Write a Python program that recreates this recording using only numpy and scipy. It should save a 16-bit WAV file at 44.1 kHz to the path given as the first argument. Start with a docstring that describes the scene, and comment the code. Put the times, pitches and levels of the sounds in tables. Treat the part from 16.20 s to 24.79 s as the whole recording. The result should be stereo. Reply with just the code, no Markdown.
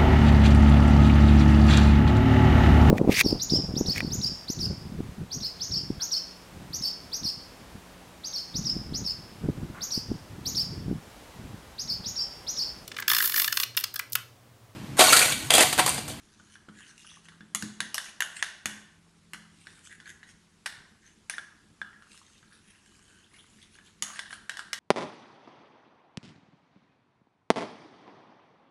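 """Kitchen counter: a metal spoon stirs thick slime in a small hand-held plastic tub.
Clicks: short noise chatter through tub resonances plus a decaying tone of the hollow.
Strokes: noise gated by tiny slips through the same resonances, with chirps for wet ticks and squelches.
Now and then the tub bumps the counter (low modes and a noise thud); once the spoon skids.
Decaying-noise echoes give a hard-walled kitchen, over room noise, faint drones and a hum."""
import sys
import numpy as np
from scipy import signal
from scipy.fft import rfft, irfft, next_fast_len
from scipy.io import wavfile
from scipy.ndimage import uniform_filter1d

SR = 44100
rng = np.random.default_rng(int(sys.argv[2]) if len(sys.argv) > 2 else 0)


def pcm_store(signal):
    """Save signal as 16-bit PCM."""
    levels = np.round(np.clip(np.atleast_2d(signal), -1, 1) * 32767)
    wavfile.write(sys.argv[1], SR, levels.astype(np.int16).T)


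N = 378819

# tub floor resonances: (frequency [Hz], width [Hz], relative level [dB])
FLOOR_MODES = [(640, 314, -10), (1240, 300, 8)]
# tub hollow resonances: (frequency [Hz], width [Hz], relative level [dB])
HOLLOW_MODES = [(1330, 35, 3.5), (1583, 143, 14.5), (1874, 300, 8)]
# tub wall resonances: (frequency [Hz], width [Hz], relative level [dB])
WALL_MODES = [(2186, 500, -5.5), (2930, 197, 5.5), (3420, 123, 4), (4135, 780, -4)]
# sharp contact resonances: (frequency [Hz], width [Hz], relative level [dB])
SNAP_MODES = [(5640, 660, 1), (6430, 350, 7), (8480, 2430, -1.5), (9840, 480, 5.5), (10900, 1430, -10)]
# spoon strokes along the wall: (middle [s], length [s], hollow level [dB], hiss level [dB])
WALL_STROKES = [(0.035, 0.72, -75.5, -73), (0.339, 0.033, -72, -60), (0.593, 0.067, -58, -60.5),
                (0.687, 0.041, -60.5, -57), (0.811, 0.057, -91, -58.5), (0.918, 0.092, -68, -57),
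                (1.055, 0.021, -61, -60.5), (1.863, 0.042, -63, -48.5), (2.182, 0.038, -49, -46.5),
                (3.436, 0.13, -94, -65), (3.565, 0.12, -79, -63.5), (3.659, 0.037, -72, -53.5),
                (3.728, 0.033, -55, -59), (3.891, 0.04, -49, -53.5), (4.096, 0.029, -62, -59),
                (4.878, 0.057, -64, -64.5), (5.948, 0.093, -70, -59), (6.12, 0.15, -78, -66),
                (6.342, 0.076, -70, -65.5), (6.5, 0.09, -67.5, -66), (6.722, 0.13, -73, -67),
                (6.919, 0.18, -68.5, -66.5), (7.181, 0.077, -77, -63.5), (7.315, 0.096, -80, -67),
                (7.416, 0.071, -79, -63), (7.543, 0.042, -75, -61.5), (7.667, 0.064, -82, -65),
                (7.97, 0.052, -52, -53.5), (8.133, 0.051, -75, -54)]
SOFT_TOP_HZ = 11520  # upper edge of the rubbing and the room noise


def amp(db):
    """Amplitude factor of a level in dB."""
    return 10 ** (np.asarray(db) / 20)


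def unit(x):
    """Scaled to rms 1."""
    return x / np.sqrt(np.mean(x ** 2) + 1e-20)


def packed(x, seconds):
    """Scaled to the energy of a sound of rms 1 that lasts so many seconds."""
    return unit(x) * np.sqrt(seconds * SR / x.shape[-1])


def along(points, hz):
    """Interpolates (Hz, value) points on a log frequency axis."""
    f, v = np.transpose(points)
    return np.interp(np.log(hz + 1), np.log(f + 1), v)


def filtered(x, response):
    """Applies a complex response of frequency."""
    n = x.shape[-1]
    m = next_fast_len(n + 1024)
    return irfft(rfft(x, m) * response(np.fft.rfftfreq(m, 1 / SR)), m)[..., :n]


def soften(x, top_hz):
    """Takes away the treble above top_hz."""
    return filtered(x, lambda hz: 1 / (1 + (hz / top_hz) ** 30))


def resonate(x, modes):
    """Sum of resonances of alternating sign, which radiate little below the lowest one."""
    edge_hz = .7 * modes[0][0]

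    def response(f):
        ringing = 0
        for k, (centre, width, db) in enumerate(modes):
            band = 1j * f * width
            ringing = ringing + (-1) ** k * amp(db) * band / (centre * centre - f * f + band)
        low_cut = f * f / (f * f - edge_hz * edge_hz - 1j * np.sqrt(2) * f * edge_hz)
        return ringing * low_cut

    return filtered(x, response)


def struck(modes, detune):
    """A new contact spot detunes the resonances together and favours some of them."""
    spot_db = 3.5  # spread of each resonance's level
    stretch, *luck = rng.standard_normal(len(modes) + 1).clip(-2, 2)
    return [(hz * (1 + detune * stretch), width, db + spot_db * k)
            for (hz, width, db), k in zip(modes, luck)]


def add(track, s, sound):
    """Mixes a stereo sound in at time s."""
    start = max(round(s * SR), 0)
    part = sound[:, :max(N - start, 0)]
    track[:, start:start + part.shape[1]] += part


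def pair(x, alike):
    """Mixes two unrelated signals to a left and right of the given likeness."""
    turn = np.arccos(np.clip(alike, -1, 1)) / 2
    mid, side = np.cos(turn) * x[0], np.sin(turn) * x[1]
    return np.array([mid + side, mid - side])


def patchy(x, depth_db):
    """Random gain in patches a few hundred Hz wide and some 30 ms long."""
    z = signal.stft(x, nperseg=256)[2]
    field = uniform_filter1d(rng.standard_normal(z.shape[1:]), size=4, axis=0)
    field = uniform_filter1d(field, size=12, axis=1)
    return signal.istft(z * amp(depth_db * unit(field)), nperseg=256)[1][:, :N]


def kitchen(build_s=0.0031, gather_s=0.12, spiky=0.26):
    """A fresh echo of energy 1: short gap, uneven first reflections, a tail that dies faster in the treble."""
    # decay of the tail: (frequency [Hz], t60 [s])
    decay = [(300, 1), (1700, 0.68), (7000, 0.53), (10800, 0.4), (13000, 0.24)]
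    hz, t, z = signal.stft(rng.standard_normal((2, SR // 3)), SR, nperseg=256)
    tail = signal.istft(z * amp(-60 * t / along(decay, hz)[:, None]), SR, nperseg=256)[1]
    t = np.arange(tail.shape[1]) / SR
    near_walls = 1 + 2.7 * np.exp(-t / 0.007)
    clumps = np.interp(t, t[::100], rng.standard_normal(len(t[::100])).clip(-2, 2))
    unevenness = np.exp(spiky * clumps / (1 + t / gather_s))
    gap = (1 - np.exp(-(t / build_s) ** 2)) ** 2
    tail = tail * near_walls * unevenness * gap
    return tail / np.linalg.norm(tail[0])


def with_echo(x, echo_db):
    """Adds the kitchen's answer to a whole track."""
    return x + amp(echo_db) * signal.fftconvolve(x, kitchen(), axes=1)[:, :N]


def room_tone(air_db=-61.5, hum_hz=167, waver=0.36):
    """Room noise, alike in the bass, with faint wavering drones and a low hum that comes and goes."""
    # noise spectrum: (frequency [Hz], relative density [dB per Hz])
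    spectrum = [(15, -47), (25, -17), (172, -13), (215, -8.5), (250, -17), (309, -15), (394, -17.5),
                (558, -26.5), (1030, -22.5), (2700, -26), (6900, -29), (11200, -32.5), (15000, -42)]
    # stereo likeness of the noise: (frequency [Hz], likeness [-])
    likeness = [(100, 0.95), (290, 0.62), (640, 0.011)]
    # hum: (time [s], level [dB])
    hum_levels = [(0, -85), (1.1, -61.5), (1.6, -75.5), (3.3, -65), (5.5, -77), (6.2, -84)]
    # drones: (frequency [Hz], level [dB])
    drones = [(91.5, -75.5), (210, -76.5)]
    hz, t = np.fft.rfftfreq(N, 1 / SR), np.arange(N) / SR
    noise = pair(rfft(rng.standard_normal((2, N))), along(likeness, hz))
    air = patchy(irfft(noise * amp(along(spectrum, hz)), N), depth_db=1.6)

    def drift():
        return np.interp(t * 6, np.arange(64), rng.standard_normal(64))

    def tone(pitch_hz):
        return unit((1 + waver * drift()) * np.sin(2 * np.pi * pitch_hz * t + drift()))

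    hum = amp(np.interp(t, *np.transpose(hum_levels))) * tone(hum_hz)
    hum = hum + sum(amp(db) * tone(pitch_hz) for pitch_hz, db in drones)
    return amp(air_db) * unit(soften(air, SOFT_TOP_HZ)) + hum


def rubbing(slips_per_s=260, slip_db=3.5, smear=0.063, hiss_smear=0.1, detune=0.04, drag=0.043):
    """Tiny slips of the spoon, loudest in mid-stroke, sound through the tub; each stroke retunes it."""
    out, t = np.zeros((2, N)), np.arange(-SR // 6, SR // 6) / SR
    for s, length, hollow_db, hiss_db in WALL_STROKES:
        # the spoon drags softly before and after the push
        swell = np.exp(-np.minimum((t / (.75 * length)) ** 2, 50)) + drag * np.hanning(len(t))
        slips = rng.random(len(t)) < slips_per_s / SR
        slips = slips * amp(slip_db * rng.standard_normal(len(t)).clip(-2, 2))
        friction = swell * pair(rng.standard_normal((2, len(t))), alike=.5)
        parts = ((hollow_db, HOLLOW_MODES, smear), (hiss_db - 3.0, WALL_MODES, smear),
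                 (hiss_db, SNAP_MODES, hiss_smear))
        for db, modes, steady in parts:
            sound = resonate((slips + steady) * friction, struck(modes, detune))
            add(out, s + t[0], amp(db) * packed(sound, length))
    # the shifting slime damps now one resonance, now another
    out = patchy(out, depth_db=3.2)
    return soften(with_echo(out, -4.0), SOFT_TOP_HZ)


def pop(hz, life_s, rise=0.067):
    """A small air pocket bursts: a brief, slightly rising chirp of peak 1."""
    t = np.arange(SR // 50) / SR
    chirp = np.sin(2 * np.pi * hz * t * (1 + rise * t / life_s)) * t * np.exp(-3 * t / life_s)
    return chirp / np.abs(chirp).max() * np.ones((2, 1))


def wet_ticks(ticks_per_s=75, over_hiss_db=5, life_s=0.0032, middle_hz=2017):
    """Along the strokes single air pockets of all sizes burst, each at its own pitch."""
    out = np.zeros((2, N))
    for s, length, _, hiss_db in WALL_STROKES:
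        draws = rng.standard_normal((round(ticks_per_s * length), 3)).clip(-1.7, 1.7)
        for when, size, strength in draws:
            tick = pop(middle_hz * np.exp(.4 * size), life_s)
            add(out, s + when * length / 2, amp(hiss_db + over_hiss_db + 2.6 * strength) * tick)
    return out + .5 * signal.fftconvolve(out, kitchen(), axes=1)[:, :N]


def click_levels(strength_db, hardness_db):
    """Levels of hollow, knock, wall, snap, echo: bare plastic is bright, a slime-coated spot soft and hollow."""
    hollow_db = strength_db - 9
    knock_db = strength_db - 12.5 + 0.6 * hardness_db
    wall_db = strength_db - 8 + 0.5 * hardness_db
    snap_db = strength_db - 5.5 + 0.89 * hardness_db
    extra_db = strength_db + 29  # over an ordinary firm click
    knock_db -= 0.13 * extra_db  # the slime cushions the floor
    return hollow_db, knock_db, wall_db, snap_db, -1.5 - 0.18 * extra_db


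def clicks(contact_s=0.002, glide_s=0.00013, crack_s=0.0024, overtone=2.12, overtone_db=-13):
    """The spoon chatters on the plastic for a moment and sets the tub's hollow ringing."""
    # spoon meets tub: (time [s], strength [dB], contact hardness [dB], hollow pitch [Hz])
    contacts = [(0.198, -47.5, -23, 1450), (0.3554, -41.5, -27, 1610), (0.4872, -42, -24, 1454),
                (0.6938, -47, -15, 1600), (0.847, -47.5, -19, 1450), (1.0853, -41.5, -12, 1800),
                (1.1203, -48, -20, 1360), (1.2073, -41, -26, 1645), (1.3481, -31.5, 12, 1890),
                (1.4238, -29.5, -4, 1660), (1.6043, -18, -10, 1784), (1.7438, -35, 13.5, 1740),
                (1.7804, -22, -8, 1745), (2.005, -19, -6.5, 1740), (2.0218, -19, -9, 1676),
                (2.2257, -17, -9, 1730), (2.457, -20.5, -3.5, 1700), (3.1341, -31.5, -7.5, 1935),
                (3.1457, -36, -20, 1500), (3.4699, -35.5, -18, 1730), (3.801, -42, -14, 1680),
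                (3.869, -46.5, -13, 1710), (4.03, -40, -19, 1825), (4.4594, -28, -6, 1820),
                (4.4619, -22.5, -11.5, 1730), (5.0973, -28, 0, 1680), (5.138, -31, -30, 1790),
                (5.1819, -24, -25.5, 1618), (5.6156, -22, -32.5, 1627), (5.731, -46, -47, 1840),
                (5.8225, -46.5, -14, 1550), (6.2292, -49, -34, 1610), (6.323, -48, -36, 1650),
                (7.1416, -47.5, -22, 2100), (7.555, -50.5, -23, 1620), (7.587, -44, -23.5, 1650),
                (7.8231, -30, 10, 1730), (7.9589, -36, -17, 1770), (7.992, -24.5, -11, 1780),
                (8.058, -40, -25, 1700), (8.107, -36.5, -13, 1750), (8.1285, -29.5, -19.5, 1577),
                (8.2949, -22.5, -13.5, 1790), (8.3702, -31.5, -10.5, 1680), (8.3926, -26, -16.5, 1556),
                (8.531, -21, -5.5, 1800)]
    # lean of the click to one side: (time [s], left minus right [dB])
    lean = [(1.6, -5), (2.1, 12.5), (2.5, -10), (5.3, 0), (8.5, 0)]
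    out, t = np.zeros((2, N)), np.arange(SR // 20) / SR
    blow_s, detune = .01, 0.017
    usual_hollow_hz, echo_top_hz = 1743, 13000
    muffled_db = -36  # softer contacts lose the overtone
    for s, strength_db, hardness_db, hz in contacts:
        hollow_db, knock_db, wall_db, snap_db, room_db = click_levels(strength_db, hardness_db)
        # after a soft tap the tub rings freely; a hard blow pins and damps it
        freedom = np.interp(hollow_db - snap_db, [8, 18], [0, 1])
        t60_s = np.interp(freedom, [0, 1], [.007, .014])
        rattle = np.interp(freedom, [0, 1], [.95, .55])
        # the lightest touches are choked by the slime
        t60_s *= np.interp(strength_db, [-40, -30], [.7, 1])
        onset = 1 - np.exp(-t / glide_s)
        force = (np.exp(-(t / contact_s) ** 2) + 0.35 * np.exp(-t / 0.004)) * onset
        chatter = force * pair(rng.standard_normal((2, len(t))), alike=0.22)
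        # only the first instant of contact is sharp enough to snap
        bite = chatter * np.exp(-t / crack_s)
        # the ring reaches the two microphones slightly out of step
        phase = 2 * np.pi * hz * t + 0.068 * np.array([[-1], [1]])
        shine = amp(overtone_db) / (1 + amp(muffled_db - hardness_db) ** 2)
        ring = np.sin(phase) + shine * np.sin(overtone * phase)
        ring = ring * amp(-60 * np.minimum(t / t60_s, 2) ** 2) * onset
        echo = kitchen()
        ring_echo = signal.fftconvolve(echo, ring, axes=1)[:, :echo.shape[1]]
        # a louder snap reaches further into the treble
        top_hz = 12700 + 113 * (snap_db + 41)
        levels_and_modes = ((knock_db, FLOOR_MODES), (wall_db, WALL_MODES), (snap_db, SNAP_MODES))
        parts = [(db, struck(modes, detune)) for db, modes in levels_and_modes]
        # the hollow's resonances follow the pitch of each click
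        cavity = [(centre * hz / usual_hollow_hz, width, db) for centre, width, db in HOLLOW_MODES]
        lean_db = np.interp(s, *np.transpose(lean)) * np.array([[.5], [-.5]])
        # the same resonances are heard directly and, spread out, from the walls
        direct = (chatter, bite, ring, 0, lean_db, top_hz)
        reflected = (echo, echo, ring_echo, room_db, 0, min(top_hz, echo_top_hz))
        for drive, sharp, tone, path_db, side_db, edge_hz in (direct, reflected):
            hollow = unit(tone) + rattle * unit(resonate(drive, cavity))
            sound = amp(hollow_db + side_db) * packed(hollow, blow_s)
            for (db, modes), push in zip(parts, (drive, drive, sharp)):
                sound = sound + amp(db) * packed(resonate(push, modes), blow_s)
            add(out, s, amp(path_db) * soften(sound, edge_hz))
    return out


def bumps(attack_s=0.00018, scatter_db=2, thud_db=-9, thud_t60_s=0.78):
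    """The tub lands with a rough, broad thud and the counter's low modes ring at new strengths."""
    # tub bumps the counter: (time [s], level [dB])
    landings = [(0.201, -56), (0.485, -45), (1.206, -49), (1.35, -42.5), (1.426, -33.5), (1.606, -44.5),
                (2.458, -40.5), (3.138, -50.5), (5.617, -55.5), (7.824, -50)]
    # thud of the tub's base: (frequency [Hz], width [Hz], relative level [dB])
    base_modes = [(123, 44, -2.5), (290, 280, -6.5)]
    # counter top modes: (frequency [Hz], mean relative level [dB], t60 [s])
    counter_modes = [(95, -1.5, 0.11), (172.6, 6.5, 0.11), (210.2, 4.5, 0.61), (245, -5.5, 0.42),
                     (307, 0, 0.33), (469, -11, 0.17)]
    out, t = np.zeros((2, N)), np.arange(SR // 2) / SR
    for s, db in landings:
        ring = 0
        for hz, level_db, t60_s in counter_modes:
            decay = amp(level_db + rng.normal(0, scatter_db) - 60 * t / t60_s)
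            ring = ring + decay * np.sin(2 * np.pi * (hz * t + rng.random()))
        thud = resonate(rng.standard_normal(len(t)) * amp(-60 * t / thud_t60_s), base_modes)
        thud = filtered(thud, lambda hz: 1 / (1 + (hz / 400) ** 4))
        sound = (unit(ring) + amp(thud_db) * unit(thud)) * (1 - np.exp(-t / attack_s))
        add(out, s, amp(db) * packed(sound, seconds=0.016) * np.ones((2, 1)))
    return with_echo(out, -15.0)


def squelches(spread_s=0.013, life_s=0.0049, pitch_spread=.09, count=7):
    """The slime tears off the spoon: a cluster of air pockets of about one size pops."""
    # tears: (time [s], middle peak level of a pop [dB], middle pitch [Hz])
    tears = [(0.641, -52.5, 2800), (0.904, -52, 3000), (5.951, -67, 2800), (6.169, -63, 2770),
             (6.591, -64.5, 2860), (7.051, -61, 3000), (7.19, -53, 3080), (7.43, -57, 3150),
             (7.66, -59.5, 3280)]
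    out = np.zeros((2, N))
    for s, db, hz in tears:
        for when, size, strength in rng.standard_normal((count, 3)).clip(-1.7, 1.7):
            burst = pop(hz * np.exp(pitch_spread * size), life_s)
            add(out, s + when * spread_s, amp(db + 2 * strength) * burst)
    return with_echo(out, -3)


def skid(slips_per_s=500):
    """After a hard click, quick uneven slips of the spoon's edge shake the floor of the tub."""
    # one skid: (middle [s], length [s], level [dB])
    floor_skid = (7.885, 0.089, -49.5)
    middle_s, length_s, db = floor_skid
    t = np.arange(N) / SR
    slips = rng.random(N) < slips_per_s / SR
    slips = slips * pair(rng.standard_normal((2, N)), alike=0.22)
    swell = np.exp(-np.minimum(((t - middle_s) / (length_s / 2)) ** 2, 50))
    return with_echo(amp(db) * swell * unit(resonate(slips, FLOOR_MODES)), 1)


def scene(lag_s=.000025):
    """The stirring reaches the left microphone a little later, and each colours it differently."""
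    # microphone colour: (frequency [Hz], left minus right [dB])
    balance = [(600, -2), (1000, 1), (1600, 0), (2400, 6), (4300, -2), (8000, 1)]
    stirring = rubbing() + wet_ticks() + clicks() + bumps() + squelches() + skid()
    side = np.array([[.5], [-.5]])

    def microphones(hz):
        return amp(side * along(balance, hz)) * np.exp(-2j * np.pi * hz * lag_s * side)

    return filtered(stirring, microphones) + room_tone()


def record(dry, top_hz=15800):
    """Band limit: nothing is kept from top_hz up."""
    return filtered(dry, lambda hz: hz < top_hz)


dry = scene()
out = record(dry)
pcm_store(out)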